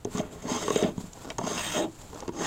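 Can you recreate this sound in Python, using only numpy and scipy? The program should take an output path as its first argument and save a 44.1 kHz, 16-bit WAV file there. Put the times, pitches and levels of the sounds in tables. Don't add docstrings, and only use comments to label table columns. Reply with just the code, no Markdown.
import sys
import numpy as np
from scipy import signal
from scipy.fft import rfft, irfft
from scipy.io import wavfile
from scipy.ndimage import uniform_filter1d

SR = 44100
rng = np.random.default_rng(int(sys.argv[2]) if len(sys.argv) > 2 else 0)


def log_audio(samples):
    frames = np.atleast_2d(samples).T
    limited = np.clip(frames, -1, 1)
    pcm = np.round(limited * 32767).astype(np.int16)
    wavfile.write(sys.argv[1], SR, pcm)


N = 108794
T = np.arange(N) / SR


def amp(db):
    return 10 ** (np.asarray(db) / 20)


def unit(x):
    return x / np.sqrt(np.mean(x ** 2) + 1e-20)


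def envelope(points):
    return amp(np.interp(T, *np.transpose(points)))


def decay(t, t60):
    return np.exp(-np.log(1000) * t / t60)


def read(points, hz):
    f, value = np.transpose(points)
    return np.interp(np.log(hz + 1), np.log(f + 1), value)


def add(mix, s, sound):
    part = mix[max(round(s * SR), 0):][:len(sound)]
    part += sound[:len(part)]


def body(shape, modes=(), place=0, size=16384):
    hz = np.fft.rfftfreq(size, 1 / SR)
    lift = 1
    for f, width, near, far in modes:
        lift_db = abs(near + (far - near) * place)
        lift = lift + (amp(lift_db) ** 2 - 1) / (1 + (2 * (hz - f) / width) ** 2)
    log_gain = np.log(amp(read(shape, hz)) * np.sqrt(lift))
    both_sides = np.r_[log_gain, log_gain[-2:0:-1]]
    spectrum = np.exp(np.conj(signal.hilbert(both_sides)))
    ring = np.fft.ifft(spectrum).real[:size // 2]
    return ring / np.linalg.norm(ring)


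def peak_one(ring):
    return ring / abs(rfft(ring)).max()


def through(x, ring):
    return signal.fftconvolve(x, ring)[:N]


def wander(hz):
    rolloff = np.exp(-(np.fft.rfftfreq(N, 1 / SR) / hz) ** 2)
    return unit(irfft(rfft(rng.standard_normal(N)) * rolloff, N))


def slips(per_s, spread_db):
    size = amp(spread_db * np.minimum(rng.exponential(1, N), 4))
    happens = rng.random(N) < per_s / SR
    return unit(size * rng.choice([-1, 1], N) * happens)


BURST_RISE_S = 0.00066


def burst(t60):
    t = np.arange(SR // 10) / SR
    return unit(rng.standard_normal(len(t))) * (1 - np.exp(-t / BURST_RISE_S)) * decay(t, t60)


# (frequency [Hz], relative level [dB])
AIR_SHAPE = [(20, 1.5), (110, 2.5), (300, -7), (2000, -24), (16000, -37)]
AIR_DB = -49.5


def air():
    swell_db = 1.6 * wander(12)
    return amp(AIR_DB + swell_db) * through(rng.standard_normal(N), body(AIR_SHAPE))


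# (time [s], level [dB]) before flutter
SLEEVE_LEVEL = [(.08, -62.5), (.14, -47), (.29, -62), (.36, -55.5), (.92, -60), (1.0, -51), (1.27, -54.5),
                (1.36, -58.5), (1.88, -58), (1.95, -51), (2.2, -53.5), (2.31, -65)]
# (frequency [Hz], relative level [dB])
CLOTH_SHAPE = [(200, -2), (900, 6), (2000, -6.5), (3500, -4), (5800, -6.5), (7400, 4.5), (8400, -6.5),
               (9500, -11.5), (16000, -17)]


def sleeve():
    rub = through(slips(per_s=7900, spread_db=3), body(CLOTH_SHAPE))
    flutter = amp(2.5 * wander(31))
    return envelope(SLEEVE_LEVEL) * rub * flutter


# (frequency [Hz], time to fall 60 dB [s])
BED_RING_TIME = [(120, 0.8), (320, 0.34), (840, 0.04), (6000, 0.012)]
BED_DB = -10.5


def truck_bed(x):
    hz, t, z = signal.stft(rng.standard_normal(SR // 2), SR, nperseg=256)
    fade = decay(t, read(BED_RING_TIME, hz)[:, None]) * (t > 0)
    fade *= amp(BED_DB) / np.sqrt((fade ** 2).mean(1, keepdims=True) * (SR // 2))
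    return through(x, signal.istft(z * fade, SR, nperseg=256)[1])


# (time [s], level [dB])
WEIGHT_SHIFTS = [(0.051, -38), (.148, -44), (0.979, -39), (1.383, -36.5), (2.28, -40)]
BOOM_HZ, BOOM_T60_S, BOOM_RISE_S = 121, 0.12, 0.0011


def booms():
    out, t = np.zeros(N), np.arange(SR // 4) / SR
    swing = (1 - np.exp(-t / BOOM_RISE_S)) * decay(t, BOOM_T60_S) * 2 * np.sin(2 * np.pi * BOOM_HZ * t)
    for s, db in WEIGHT_SHIFTS:
        add(out, s, amp(db) * swing)
    return out


# (start [s], length [s], low mode level [dB], middle mode level [dB], high mode level [dB])
FRAME_GROANS = [(.765, 0.14, -44, -32, -54), (1.735, .145, -29.5, -34, -36.5),
                (2.332, .14, -40, -45, -47.5)]
FRAME_MODES = [336, 602, 810]
FRAME_Q, GROAN_SKEW = 3.8, 0.75


def groans():
    out = np.zeros(N)
    for s, length, *levels in FRAME_GROANS:
        t = np.arange(0, length, 1 / SR)
        swell = np.sin(np.pi * (t / length) ** GROAN_SKEW)
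        for hz, db in zip(FRAME_MODES, levels):
            mode = signal.iirpeak(hz, FRAME_Q, fs=SR)
            once = signal.lfilter(*mode, slips(SLIPS_PER_S, SLIP_SPREAD_DB))
            ring = signal.lfilter(*mode, once)
            add(out, s, amp(db) * swell * unit(ring[-len(t):]))
    return out


# (time [s], peak level [dB], mean pitch [Hz])
BLADE_SQUEAKS = [(0.769, -32, 7270), (.807, -38, 6200)]
SQUEAK_S, SQUEAK_WAVER = 0.014, 0.015


def squeaks():
    out, t = np.zeros(N), np.arange(0, SQUEAK_S, 1 / SR)
    for s, db, hz in BLADE_SQUEAKS:
        pitch = hz * (1 + SQUEAK_WAVER * wander(600)[:len(t)])
        turns = np.cumsum(pitch) / SR
        add(out, s, amp(db) * np.sin(np.pi * t / SQUEAK_S) * np.sin(2 * np.pi * turns))
    return out


# (time [s], level [dB]) before flutter
DRAG_STROKES = [
    [(1.14, -58.5), (1.2, -45.5), (1.32, -42.5), (1.36, -90)],
    [(2.1, -53), (2.135, -48), (2.2, -43.5), (2.24, -46), (2.28, -51)],
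]
# (frequency [Hz], relative level [dB])
DRAG_SHAPE = [(80, -7), (300, 3), (1100, 0), (2100, -19.5), (6800, -18), (10000, -36)]


def dragging():
    level = sum(envelope(drag) * (T > drag[0][0]) * (T < drag[-1][0]) for drag in DRAG_STROKES)
    flutter = amp(2 * wander(45.8))
    return through(level * slips(per_s=1500, spread_db=5.0) * flutter, body(DRAG_SHAPE))


CRACK_T60_S, CRACK_OCTAVES = 0.035, 0.73


def crack(hz):
    x = burst(CRACK_T60_S)
    octaves = np.log2((np.fft.rfftfreq(len(x), 1 / SR) + 1) / hz)
    return irfft(rfft(x) / np.sqrt(1 + (2 * octaves / CRACK_OCTAVES) ** 2), len(x))


# (time [s], thud level [dB],
# thud pitch [Hz], wood crack level [dB], crack and ring pitch [Hz], steel tick level [dB])
BLADE_KNOCKS = [(0.05, -19.5, 382, -31.5, 694, -33), (0.07, -25.5, 427, -45, 800, -63),
                (.148, -22.5, 208, -49, 1090, -36), (0.193, -23, 227, -29.5, 2500, -29),
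                (.45, -28, 253, -46, 1100, -54), (.514, -19.5, 262, -34, 1196, -45),
                (.68, -16, 443, -20.5, 1105, -21), (0.7031, -13.5, 431, -18.5, 1098, -21),
                (0.7583, -10, 448, -22, 2850, -20.5), (.824, -12, 409, -25.5, 670, -19),
                (.832, -26, 218, -22.5, 2326, -28), (.843, -16, 222, -21.5, 614, -38),
                (0.978, -22, 172, -38.5, 970, -36), (1.005, -30.5, 235, -56, 900, -56),
                (1.039, -29.5, 189.3, -64, 900, -56), (1.302, -26, 650, -26, 2297, -21),
                (1.383, -31, 402, -23.5, 920, -17), (1.387, -22, 385, -27.5, 1122, -30),
                (1.412, -20.5, 668, -30.5, 970, -35), (1.438, -25.5, 222, -33.5, 1020, -48),
                (1.47, -20, 657, -33, 1240, -38), (2.13, -37, 434, -38, 764, -49),
                (2.222, -28, 510, -30.5, 840, -47), (2.279, -23.5, 363, -31, 1122, -25.5),
                (2.29, -22, 350, -32, 956, -34)]
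# (time [s], drive level [dB])
LONE_TICKS = [(.048, -24.5), (0.173, -24), (0.182, -20.5), (1.1324, -29), (2.146, -31), (2.2038, -24.5)]
# (frequency [Hz], relative level [dB])
TICK_SHAPE = [(1500, -19.5), (3200, -6.5), (5500, -2), (6600, 7), (9200, -14.5), (16000, -39)]
THUD_DELAY_S, THUD_RISE_S, THUD_T60_S = 0.00226, 0.0013, 0.034
THUD_RING = 0.31
PUSH_CYCLES, PUSH_DB = 0.11, -6
CRACK_RING_DB, CRACK_RING_T60_S = -4, .05
TICK_T60_S, LONE_TICK_T60_S = 0.0071, 0.0077


def knocks():
    thuds, pushes, cracks, rings, ticks = np.zeros((5, N))
    t = np.arange(SR // 5) / SR
    rise = 1 - np.exp(-t / THUD_RISE_S)
    swing, woody = rise * decay(t, THUD_T60_S), rise * decay(t, CRACK_RING_T60_S)
    swing, woody = swing / swing.max(), woody / woody.max()
    for s, thud_db, thud_hz, crack_db, crack_hz, tick_db in BLADE_KNOCKS:
        u = t * thud_hz / PUSH_CYCLES
        add(thuds, s + THUD_DELAY_S, amp(thud_db) * swing * np.sin(2 * np.pi * thud_hz * t))
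        add(pushes, s + THUD_DELAY_S, amp(thud_db + PUSH_DB) * u * np.exp(-u))
        add(cracks, s, amp(crack_db) * crack(crack_hz))
        add(rings, s, amp(crack_db + CRACK_RING_DB) * woody * np.sin(2 * np.pi * crack_hz * t))
        add(ticks, s, amp(tick_db) * burst(TICK_T60_S))
    for s, tick_db in LONE_TICKS:
        add(ticks, s, amp(tick_db) * burst(LONE_TICK_T60_S))
    box, bar = body(BOX_SHAPE, BOX_RESONANCES, place=0.04), body(BAR_SHAPE)
    out = amp(-5.5) * thuds + 2 * THUD_RING * through(thuds, peak_one(box))
    out += through(pushes, box)
    out += through(cracks, body(BAR_SHAPE, BAR_RESONANCES, place=0.55))
    out += through(rings, peak_one(bar))
    return out + through(ticks, body(TICK_SHAPE))


PATCH_DB, PATCH_HZ, PATCH_S = 2.4, 220, .035


def patchy(x):
    hz, t, z = signal.stft(x, SR, nperseg=512, noverlap=384)
    field = rng.standard_normal(z.shape[::-1]).T
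    field = uniform_filter1d(field, max(round(PATCH_HZ / hz[1]), 1), axis=0)
    field = uniform_filter1d(field, max(round(PATCH_S / t[1]), 1), axis=1)
    gain = unit(amp(PATCH_DB * unit(field)))
    return signal.istft(z * gain, SR, nperseg=512, noverlap=384)[1][:N]


# (time [s], box rumble level [dB], bar rasp level [dB], blade hiss level [dB],
# place along the bar [0 near - 1 far])
PUSH_STROKES = [
    [(.12, -72, -76, -75, 0), (.15, -39, -44.5, -47.5, 0.029), (.178, -35, -36.5, -48, 0.062),
     (.205, -26.5, -45, -50, 0), (.23, -44.5, -48, -62, 0.0092), (.3, -46.5, -57.5, -78, 0.2),
     (.36, -41, -55, -60, 0.18), (.43, -59, -54, -76, 0.037)],
    [(.42, -48.5, -57, -51, 0.54), (.46, -32.5, -44.5, -53, 0.04), (.5, -35.5, -36.5, -37.5, 0.14),
     (.56, -38, -35.5, -38.5, 0.067), (.65, -33, -40, -41, 0.45), (.74, -37.5, -41, -41.5, 1),
     (.8, -40, -37.5, -40.5, 0.83), (.89, -31, -42.5, -52.5, 0.35), (.935, -51, -67, -71, 0.93)],
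    [(1.385, -32.5, -62, -56, 0.67), (1.44, -37.5, -45.5, -49, 0.17), (1.48, -31.5, -38, -39.5, 0.25),
     (1.54, -35, -38, -37.5, 0.33), (1.58, -35, -33, -37, 0.66), (1.63, -43.5, -36.5, -38.5, 1),
     (1.71, -41, -36, -37.5, 1), (1.78, -32, -32, -37, 0.88), (1.85, -39.5, -43.5, -51.5, 0.78),
     (1.89, -40.5, -67, -88, 0.69)],
    [(2.32, -52, -58.5, -59.5, 0.069), (2.41, -34.5, -37.5, -40, 0.056),
     (2.445, -34.5, -30.5, -35.5, 0.082), (2.475, -31, -30.5, -38, 0.19)],
]
# (frequency [Hz], width [Hz],
# lift with the blade at the near end [dB, sign ignored at the ends], lift at the far end [dB])
BOX_RESONANCES = [(119, 11.5, 5.5, 17), (170.8, 24.3, 10, 12.3), (242.5, 10.3, 14, 2.4), (327, 27, -5, 10),
                  (385.7, 8.9, 5, 15), (419.7, 13.2, 18.5, 6.5), (630, 110, -6.5, 13.4), (646, 22, 5, 10.5)]
BAR_RESONANCES = [(869, 47, 6.8, 1.8), (1072.5, 10.2, 15.7, 0.96), (1192, 33, 10, 4.2),
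                  (1980, 430, 4.9, 8.3), (2800, 330, 0.71, 13.2), (3210, 300, 5, 13.3),
                  (3790, 340, 0.84, 16.8)]
BLADE_RESONANCES = [(5080, 520, 9.7, 4.6), (6436, 320, 17.8, 16.1), (7520, 140, 12.7, 11),
                    (8370, 420, 1, 12.4), (13900, 1100, 6, 16.5)]
# (frequency [Hz], relative level [dB])
BOX_SHAPE = [(30, -46), (80, -10), (130, -9.5), (250, -1), (450, -7), (700, -11), (1000, -13),
             (1800, -44.5)]
BAR_SHAPE = [(350, -28.5), (700, 2), (1000, 3.5), (1600, -2), (2500, -7.5), (3800, -7.5), (4400, -32),
             (8000, -39)]
BLADE_SHAPE = [(2000, -53), (4300, -1), (5600, -6), (7200, -1), (8200, -4.5), (9200, -13.5), (11000, -13.5),
               (12500, -23), (16000, -20)]
SLIPS_PER_S, SLIP_SPREAD_DB = 12000, 2.5
CHATTER_DB, CHATTER_HZ = 1.5, 110


def scraping():
    chatter, out = amp(CHATTER_DB * wander(CHATTER_HZ)), np.zeros(N)
    bodies = [(BOX_SHAPE, BOX_RESONANCES), (BAR_SHAPE, BAR_RESONANCES), (BLADE_SHAPE, BLADE_RESONANCES)]
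    for k, (shape, modes) in enumerate(bodies):
        drive = unit(slips(SLIPS_PER_S, SLIP_SPREAD_DB) * chatter)
        near, far = np.zeros((2, N))
        for stroke in PUSH_STROKES:
            s, *levels, place = np.transpose(stroke)
            force = drive * amp(np.interp(T, s, levels[k])) * (T >= s[0]) * (T < s[-1])
            along = np.clip(np.interp(T, s, place), 0, 1)
            near += force * (1 - along)
            far += force * along
        out += through(near, body(shape, modes, 0)) + through(far, body(shape, modes, 1))
    return out


def scene():
    tool = patchy(scraping() + dragging()) + knocks() + groans() + booms() + squeaks()
    return (tool + truck_bed(tool) + sleeve() + air())[None]


EDGE_HZ = 15850


def record(dry):
    lowpass = signal.firwin(511, EDGE_HZ, window=("kaiser", 9), fs=SR)
    return signal.oaconvolve(dry, lowpass[None], "same")


dry = scene()
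out = record(dry)
log_audio(out)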